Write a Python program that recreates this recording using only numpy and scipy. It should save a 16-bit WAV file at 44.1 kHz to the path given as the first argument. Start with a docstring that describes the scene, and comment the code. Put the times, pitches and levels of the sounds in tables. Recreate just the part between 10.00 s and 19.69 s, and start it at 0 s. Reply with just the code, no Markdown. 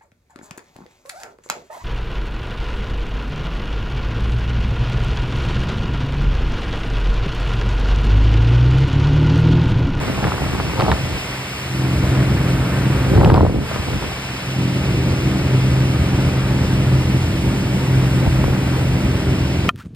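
"""Light aircraft cabin in flight

A piston engine and propeller drone at a governed speed: sine lines on the engine cycle, each wavering.
Shaped noise makes the rumbling airframe, the slipstream rushing past and the air hissing in from the left.
Draughts buffet the microphone now and then, and filtered pulses are the eddies that slap, crack and thump.
Around the stronger draughts the bass sinks and creeps back."""
import sys
import numpy as np
from scipy import signal
from scipy.fft import rfft, irfft, next_fast_len
from scipy.io import wavfile
from scipy.ndimage import uniform_filter1d, minimum_filter1d

SR = 44100
rng = np.random.default_rng(int(sys.argv[2]) if len(sys.argv) > 2 else 0)


def to_wav(s):
    """Save 16-bit WAV."""
    ch = np.atleast_2d(s).T  # columns
    pcm = np.round(np.clip(ch, -1, 1) * 32767)  # PCM
    wavfile.write(sys.argv[1], SR, pcm.astype(np.int16))


N = 427329
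TIME = np.arange(N) / SR   # s

CYCLE_HZ = 21.665   # mean rate of four-stroke cycles, two turns of the crank each
FIRINGS = 6   # per cycle
DRONE_DB = -18   # before the bass dips
FIRING_ROUGH_DB, FIRING_ROUGH_PER_S = 1.8, 28   # the firings differ in strength
SMEAR_HZ, SMEAR_RAD = 420, .5   # lines above this pitch wander further in phase, by so much

# engine and propeller lines: (multiple of the cycle rate, relative level [dB])
ENGINE_LINES = [(2, -27), (3, -32), (4, -17), (5, -19.5), (6, 0.5), (7, -22), (8, -11), (9, -10), (10, -16),
                (11, -26), (12, -12), (13, -15), (14, -14.5), (15, -14.5), (16, -16), (17, -25),
                (18, -15.5), (21, -33.5), (22, -29), (23, -29), (26, -25.5), (28, -26.5), (31, -42),
                (38, -35), (42, -28.5)]
# swell and ebb of the firing note: (time [s], gain [dB])
FIRING_SWELL = [(0, 1), (4.9, -0.5), (5.75, 3), (6.1, -4), (6.9, 2.5), (7.55, -5), (8.0, 4), (9.2, -3.5),
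                (9.69, -2)]
# cabin sound in the stereo image: (frequency [Hz], correlation, phase lead of the left [rad])
CABIN_STEREO = [(60, 1, -0.12), (140, 1, -0.19), (300, 1, -0.38), (710, 0.7, -0.52), (1400, 0.86, -0.54),
                (1920, 0.99, -0.38), (2930, 0.17, 1), (5000, .21, 0.083)]


def engine(cycles, waver_db=2.0, phase_wander=0.27):
    """Lines on the engine cycle; uneven combustion and churned air make each one waver."""
    lines = np.zeros((2, N))
    swell = gains(FIRING_SWELL)[0]
    for multiple, level_db in ENGINE_LINES:
        firing = multiple == FIRINGS
        unsteady = .7 if firing else 1   # the firing note is the steadier one
        wander = unsteady * phase_wander + SMEAR_RAD * (multiple * CYCLE_HZ > SMEAR_HZ)
        phase = 2 * np.pi * (multiple * cycles + rng.random()) + wander * drift(2.8)
        lead = at_hz(CABIN_STEREO, multiple * CYCLE_HZ)[1]
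        level = from_db(level_db + unsteady * waver_db * drift(5.0))
        if firing:
            level = level * swell
        lines += level * np.sin([phase, phase - lead])
    rough = from_db(FIRING_ROUGH_DB * drift(FIRING_ROUGH_PER_S))
    drone = rms_one(rough * lines)
    return from_db(DRONE_DB) * bass_dip(DIP_DB, DRONE_RETURN_S) * drone


RUMBLE_DB = -19.5   # before the bass dips
LOPE_DB = 1.5   # throb once a cycle
SHUDDER_DB, SHUDDER_PER_S = 1.0, 20   # random shudder
DEEP_HZ, DEEP_RETURN_S = 74.5, 0.56   # top edge and return time of the deepest rumble

# colour of the rumble: (frequency [Hz], relative spectrum level [dB])
RUMBLE_COLOUR = [(15, -55), (28, -29), (42, -16), (60, -0.5), (80, 1), (120, -5), (190, -6.5), (250, -14.5),
                 (380, -18), (600, -20.5), (1000, -35), (2500, -79)]
# the deepest rumble sinks further, and later: (start [s], end [s], gain [dB])
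DEEP_DIPS = [(1.0, 1.7, -1), (4.65, 5.35, -8)]


def airframe(cycles, crank_throb_db=0.5, blade_throb_db=2.0):
    """Panels and cabin air shaken with each cycle, turn of the crank and every second firing."""
    beat_db = LOPE_DB * np.sin(2 * np.pi * cycles)
    beat_db += crank_throb_db * np.sin(2 * np.pi * 2 * cycles)
    beat_db += blade_throb_db * np.sin(np.pi * FIRINGS * cycles)
    throb = rms_one(from_db(beat_db + SHUDDER_DB * drift(SHUDDER_PER_S)))
    level = from_db(RUMBLE_DB) * throb * bass_dip(DIP_DB, RUMBLE_RETURN_S)
    rumble = level * air_noise(RUMBLE_COLOUR, CABIN_STEREO)
    deep_db = sum(db * held(start, end, DIP_FALL_S, DEEP_RETURN_S) for start, end, db in DEEP_DIPS)
    return shelf(rumble, DEEP_HZ, "low", from_db(deep_db))


DIP_DB, DIP_FALL_S = -13, 0.33
DRONE_RETURN_S, RUMBLE_RETURN_S = 0.21, 0.43

# the bass is down around the stronger draughts: (start [s], end [s])
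BASS_DIPS = [(0, 1.644), (3.63, 4.41)]


def bass_dip(depth_db, return_s):
    """Gain of a low layer that sinks in every dip and returns at its own pace."""
    return from_db(depth_db * sum(held(start, end, DIP_FALL_S, return_s) for start, end in BASS_DIPS))


LUMP_DB = 2.5   # unevenness of the buffeting
PATTER_DB, SNAP_DB = -8, -10   # small eddies, relative to the draught and to its edge

# colours of buffeting and tearing edge: (frequency [Hz], relative spectrum level [dB])
BUFFET_COLOUR = [(15, -50), (28, -15), (45, -1), (70, 4.5), (120, 0), (200, -3), (280, -7), (450, -10.5),
                 (700, -21.5), (1200, -40), (3000, -79)]
TEAR_COLOUR = [(200, -32), (500, -0.5), (850, 0), (1400, -9), (2100, -29), (4500, -23), (8000, -57)]
# draughts in the stereo image: (frequency [Hz], correlation, phase lead of the left [rad])
DRAUGHT_STEREO = [(60, .98, -0.42), (130, .97, -0.55), (300, 0.98, -1.2), (650, 0.99, -1.1),
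                  (1100, .98, -.6), (1800, 0.98, -0.6)]


def draughts(buffet_db=4.5, crackle_db=4.0):
    """Air breaks up at the microphone: low buffeting, a patter of small eddies, a crackling edge."""
    strength, edge = draught_strength()
    lumps = rms_one(from_db(LUMP_DB * np.minimum(drift(76), 1.5)))
    crackle = rms_one(from_db(crackle_db * drift(160)))
    buffeting = from_db(buffet_db) * air_noise(BUFFET_COLOUR, DRAUGHT_STEREO)
    tearing = crackle * air_noise(TEAR_COLOUR, DRAUGHT_STEREO)
    patter = from_db(PATTER_DB) * eddy_pulses(160, top_hz=420)
    snaps = from_db(SNAP_DB) * eddy_pulses(200, top_hz=1510)
    noise = lumps * (buffeting + edge * tearing)
    return strength * (noise + stereo_phase(patter + edge * snaps))


DRAUGHT_ATTACK_S, DRAUGHT_RELEASE_S = 0.075, 0.088   # time to rise and to fall by 20 dB

# draughts, level before the layer gains:
# (start [s], length [s], strength [dB], tearing edge relative to it [dB])
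DRAUGHTS = [(0.004, 0.11, -26.5, -8), (0.175, 0.16, -27, -5), (.24, .03, -25, -1), (.38, 0.32, -28.5, -7),
            (0.795, .13, -23, -2.5), (1.0, 0.17, -32, -6), (3.115, .05, -19.5, -17), (3.165, .28, -18, -15),
            (3.275, 0.11, -25, -2), (3.5, .11, -24, -25), (3.73, 0.08, -33, -14), (3.875, 0.09, -30, -12),
            (4.025, 0.06, -32, -11)]


def draught_strength():
    """Each draught rises, holds and dies away; gives overall strength and the edge's share."""
    buffet, tear = 1e-12, 1e-14   # power
    for start, length, level_db, edge_db in DRAUGHTS:
        before = (start - TIME) / DRAUGHT_ATTACK_S
        after = (TIME - start - length) / DRAUGHT_RELEASE_S
        gain = from_db(level_db - 20 * np.clip(np.maximum(before, after), 0, 10))
        buffet = buffet + gain ** 2
        tear = tear + (gain * from_db(edge_db)) ** 2
    return np.sqrt(buffet), np.sqrt(tear / buffet)


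# large slow eddies: (time [s], level [dB])
THUMPS = [(0.097, -17), (.186, -18), (.251, -13), (.276, -17), (.696, -17), (.79, -14), (0.835, -11),
          (.904, -15), (.922, -13), (1.036, -16), (3.118, -8), (3.15, -5.5), (3.183, -3.5), (3.206, -6.5),
          (3.229, -6.5), (3.261, -2.5), (3.288, -3), (3.323, -3), (3.349, -8), (3.39, -11), (3.421, -9),
          (3.44, -7.5), (3.475, -7.5), (3.791, -15), (3.881, -13), (3.924, -17), (3.94, -14.5),
          (3.961, -17), (8.146, -11), (8.271, -5), (8.449, -6.5), (8.495, -11)]


def thumps(wake_s=0.0035, wake_db=-26.5, low_hz=48, top_hz=175, soften_hz=300):
    """Large slow eddies give the microphone a dull push."""
    return stereo_phase(sum(eddy(s, db, low_hz, top_hz, soften_hz, wake_s, wake_db) for s, db in THUMPS))


# strong, faster eddies, before the overall trim: (time [s], level [dB], low edge [Hz], top edge [Hz])
SLAPS = [(0.034, -23, 250, 800), (0.08, -20.5, 250, 1600), (0.098, -16, 200, 850), (.181, -23, 250, 1000),
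         (.241, -16.5, 600, 2400), (.249, -18.5, 300, 1500), (.27, -21.5, 650, 2100), (.32, -17, 400, 1600),
         (.34, -21, 450, 1500), (.38, -23, 700, 1600), (.42, -20.5, 300, 1150), (.44, -24.5, 750, 1400),
         (.463, -21, 300, 1600), (.55, -22, 300, 1050), (.6, -17, 280, 1800), (.735, -22, 300, 1300),
         (.778, -23, 600, 1300), (.799, -14.5, 300, 1350), (.808, -14.5, 650, 1500), (.824, -14, 330, 1500),
         (.853, -19, 230, 650), (.864, -16.5, 450, 1300), (.882, -15.5, 300, 1150), (.891, -19, 600, 1400),
         (.917, -13.5, 550, 2000), (.926, -16.5, 350, 1250), (.954, -24, 250, 800), (1.175, -24, 250, 900),
         (3.134, -15, 170, 480), (3.177, -13.5, 300, 1400), (3.202, -13, 170, 550), (3.212, -9, 230, 1200),
         (3.218, -12.5, 250, 1100), (3.233, -10.5, 210, 1050), (3.246, -13.5, 260, 1400),
         (3.259, -12, 220, 1100), (3.275, -14.5, 180, 900), (3.3, -8.5, 250, 1300),
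         (3.318, -10.5, 220, 900), (3.331, -13, 180, 900), (3.342, -9, 230, 1000), (3.349, -16, 400, 1400),
         (3.363, -16.5, 250, 1100), (3.377, -8.5, 220, 1050), (3.391, -15.5, 170, 800),
         (3.408, -8.5, 210, 1150), (3.43, -7.5, 200, 800), (3.45, -10.5, 210, 1000),
         (3.465, -14, 230, 1000), (3.496, -15.5, 170, 700), (3.543, -16, 170, 470),
         (3.558, -16.5, 190, 680), (3.713, -20, 280, 950), (3.76, -21.5, 280, 1200), (3.781, -26, 250, 750),
         (3.883, -23, 250, 900), (3.903, -25, 250, 750), (3.933, -21.5, 330, 1600),
         (4.024, -23.5, 450, 1250), (4.039, -24, 280, 900), (4.117, -24, 280, 1100), (8.226, -16, 200, 480),
         (8.264, -18.5, 200, 1000), (8.276, -21, 250, 700), (8.441, -15, 260, 1800), (8.48, -14, 160, 850)]


def slaps(wake_s=0.0033, wake_db=-17.0, trim_db=-0.5):
    """Small fast eddies slap the microphone, each in its own band and fullest near the low edge."""
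    out = np.zeros(N)
    for s, db, low_hz, top_hz in SLAPS:
        out += eddy(s, db + trim_db, low_hz, top_hz, 2 * low_hz, wake_s, wake_db)
    return stereo_phase(out)


# the sharpest eddies, before the treble cut: (time [s], level [dB])
CRACKS = [(.7985, -23), (.8075, -27), (.8205, -24), (.916, -19.5), (3.247, -21), (3.3, -29), (3.342, -26)]


def cracks(wake_s=0.0013, wake_db=-14.0, low_hz=1400, top_hz=4900, soften_hz=1500):
    """The sharpest eddies break with a thin, very short crack."""
    out = sum(eddy(s, db, low_hz, top_hz, soften_hz, wake_s, wake_db) for s, db in CRACKS)
    treble_cut = signal.butter(6, 5700, fs=SR, output="sos")
    return stereo_phase(signal.sosfilt(treble_cut, out + 1e-18))


EDDY_S = .004   # an eddy's level is its energy spread over this time


def eddy(s, db, low_hz, top_hz, soften_hz, wake_s, wake_db, size=4096):
    """One pressure pulse with a short turbulent wake, softened and held to a band."""
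    out, t = np.zeros(N), np.arange(size) / SR
    wake = from_db(wake_db) * rng.standard_normal(size) * np.exp(-t / wake_s)
    push = (t == 0) + wake
    push = signal.sosfilt(signal.butter(1, soften_hz, fs=SR, output="sos"), push)
    burst = signal.sosfilt(signal.butter(3, [low_hz, top_hz], "band", fs=SR, output="sos"), push)
    burst /= np.sqrt(np.sum(burst ** 2) / (EDDY_S * SR))
    start = round(s * SR)
    out[start:start + size] = rng.choice([-1, 1]) * from_db(db) * burst
    return out


def eddy_pulses(per_s, top_hz, spread_db=6.5):
    """Eddies arrive at random; each is one rounded pressure pulse of its own size and sign."""
    size = from_db(spread_db * np.clip(rng.standard_normal(N), -1.5, 1.5)) * rng.choice([-1, 1], N)
    hits = size * (rng.random(N) < per_s / SR) + 1e-18
    band = signal.butter(3, [top_hz / 5, top_hz], "band", fs=SR, output="sos")
    return rms_one(signal.sosfilt(band, hits))


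def stereo_phase(x):
    """Shift the phase between left and right for the draught sounds."""
    size = next_fast_len(N, real=True)
    hz = np.maximum(np.arange(size // 2 + 1) * SR / size, 1)
    lead = at_hz(DRAUGHT_STEREO, hz)[1]
    return irfft(rfft(x, size) * np.exp(.5j * np.array([lead, -lead])), size)[:, :N]


# strength of the slipstream: (time [s], level [dB])
SLIPSTREAM = [(0, -30), (1.7, -32.5), (2.15, -28), (3.05, -28.5), (4.4, -32.5), (6.2, -30), (7.3, -32),
              (8.4, -30), (9.69, -33)]
# colour of the slipstream: (frequency [Hz], relative spectrum level [dB])
SLIPSTREAM_COLOUR = [(100, -29), (300, -1.5), (550, -0.5), (800, -0.5), (1050, -1.5), (1450, -1.5),
                     (1900, -5), (2400, -7.5), (3200, -14.5), (4500, -19.5), (6000, -56), (12000, -72)]


def slipstream(cycles, throb_db=-0.7, churn_db=0.64):
    """Turbulent air rushing past, pulsing faintly with the engine's firing note."""
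    strength = gains(SLIPSTREAM)[0]
    throb = from_db(throb_db * np.sin(2 * np.pi * FIRINGS * cycles) + churn_db * drift(20))
    return strength * throb * fine_ripple(air_noise(SLIPSTREAM_COLOUR, CABIN_STEREO))


HISS_FLUTTER_DB = .35

# hiss before the make-up gain: (time [s], level [dB], treble shelf relative to it [dB])
HISS = [(0, -39, -1.5), (1.1, -36.5, -3), (2.8, -39.5, 1.5), (4.4, -37, -4), (8.7, -39, 0.5),
        (9.69, -38, -5)]
# colour of the hiss: (frequency [Hz], relative spectrum level [dB])
HISS_COLOUR = [(1200, -42), (1800, -8.5), (2200, -2), (2650, 1), (3200, -6), (3900, -8.5), (4700, -10),
               (5400, -8.5), (6500, -14.5), (8000, -15.5), (9800, -14.5), (11800, -19.5), (15500, -24.5)]
# hiss in the stereo image: (frequency [Hz], correlation, phase lead of the left [rad])
HISS_STEREO = [(2030, 1, 1.1), (2650, 0.89, 3.42), (3320, 0.49, 1.8), (3860, 0.22, 1.66),
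               (4910, 0.93, 1.07), (5900, 1, 3.03), (8100, 0.95, 6.4), (9810, 1, 8.73), (13070, 1, 12.8),
               (14100, 0.96, 15.7)]


def air_leak(makeup_db=6.0):
    """Air enters from the left as a smooth hiss with a slight flutter."""
    level, sheen = gains(HISS)
    flutter = from_db(makeup_db + HISS_FLUTTER_DB * drift(12))
    hiss = flutter * level * fine_ripple(air_noise(HISS_COLOUR, HISS_STEREO))
    return shelf(hiss, 7300, "high", sheen)


def fine_ripple(x, echo_db=-22.0, count=8):
    """Faint random short echoes give the noise a fine ripple."""
    out = x.copy()
    for lag in (rng.uniform(.002, .018, count) * SR).astype(int):
        out[:, lag:] += from_db(echo_db) * rng.choice([-1, 1]) * x[:, :-lag]
    return rms_one(out)


def air_noise(colour, stereo):
    """Stereo noise of a given colour, partly alike and shifted in phase between left and right."""
    size = next_fast_len(N, real=True)
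    hz = np.maximum(np.arange(size // 2 + 1) * SR / size, 1)
    mid, side = rfft(rng.standard_normal((2, size))) * from_db(at_hz(colour, hz)[0])
    alike, lead = at_hz(stereo, hz)
    alike = np.clip(alike, -1, 1)
    mid, side = np.sqrt(1 + alike) * mid, np.sqrt(1 - alike) * side
    left, right = mid + side, (mid - side) * np.exp(-1j * lead)
    return rms_one(irfft(np.array([left, right]), size)[:, :N])


def shelf(x, hz, kind, gain):
    """Raise or lower the part of a sound below or above a frequency."""
    part = signal.sosfiltfilt(signal.butter(2, hz, kind, fs=SR, output="sos"), x)
    return x + (gain - 1) * part


def held(start, end, attack_s, release_s):
    """Goes from 0 to 1 before the start, holds, and falls back after the end."""
    rise = 1 + (TIME - start) / attack_s
    fall = 1 + (end - TIME) / release_s
    return np.clip(np.minimum(rise, fall), 0, 1)


def drift(rate):
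    """Smooth chance with spread 1 that changes about rate times a second."""
    r = np.exp(-80 * np.pi * rate / SR)   # two equal poles, run at a 40th of the sample rate
    slow = signal.lfilter([1], [1, -2 * r, r * r], rng.standard_normal(N // 40 + 2002))[2000:]
    return np.interp(np.arange(N) / 40, np.arange(len(slow)), rms_one(slow))


def from_db(db):
    """Decibels to gain."""
    return 10 ** (np.asarray(db) / 20)


def rms_one(x):
    """Scale to unit power."""
    return x / np.sqrt(np.mean(x ** 2) + 1e-20)


def gains(rows):
    """The dB columns of a curve as gains per sample."""
    s, *columns = np.transpose(rows)
    return [from_db(np.interp(TIME, s, c)) for c in columns]


def at_hz(points, hz):
    """Read each column of a table on a log-frequency axis."""
    f, *columns = np.transpose(points)
    return [np.interp(np.log(hz), np.log(f), c) for c in columns]


# slipstream and hiss dip briefly as the strongest draught ends
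AIR_DIP_START_S, AIR_DIP_END_S, AIR_DIP_DB = 3.45, 3.59, -6
AIR_DIP_FALL_S, AIR_DIP_RETURN_S = 0.29, 0.099


def scene(hunting=0.001015):
    """The governor holds the speed within a hair; all sources meet at the microphone."""
    cycles = np.cumsum(CYCLE_HZ * (1 + hunting * drift(0.56))) / SR
    dip = held(AIR_DIP_START_S, AIR_DIP_END_S, AIR_DIP_FALL_S, AIR_DIP_RETURN_S)
    airflow = from_db(AIR_DIP_DB * dip) * (slipstream(cycles) + air_leak())
    wind_on_mic = draughts() + thumps() + slaps() + cracks()
    return engine(cycles) + airframe(cycles) + wind_on_mic + airflow


CUTOFF_HZ = 15700


def record(dry, size=220, low_cut_hz=31):
    """The microphone drops the lowest rumble; a limiter turns the highest peaks down; the top is cut."""
    sound = signal.sosfilt(signal.butter(6, low_cut_hz, "high", fs=SR, output="sos"), dry)
    room = np.minimum(1, .93 / (np.abs(sound).max(axis=0) + 1e-9))   # one gain for both channels
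    limited = sound * uniform_filter1d(minimum_filter1d(room, size), size)
    return signal.sosfilt(signal.ellip(10, .1, 80, CUTOFF_HZ, fs=SR, output="sos"), limited)


dry = scene()
out = record(dry)
to_wav(out)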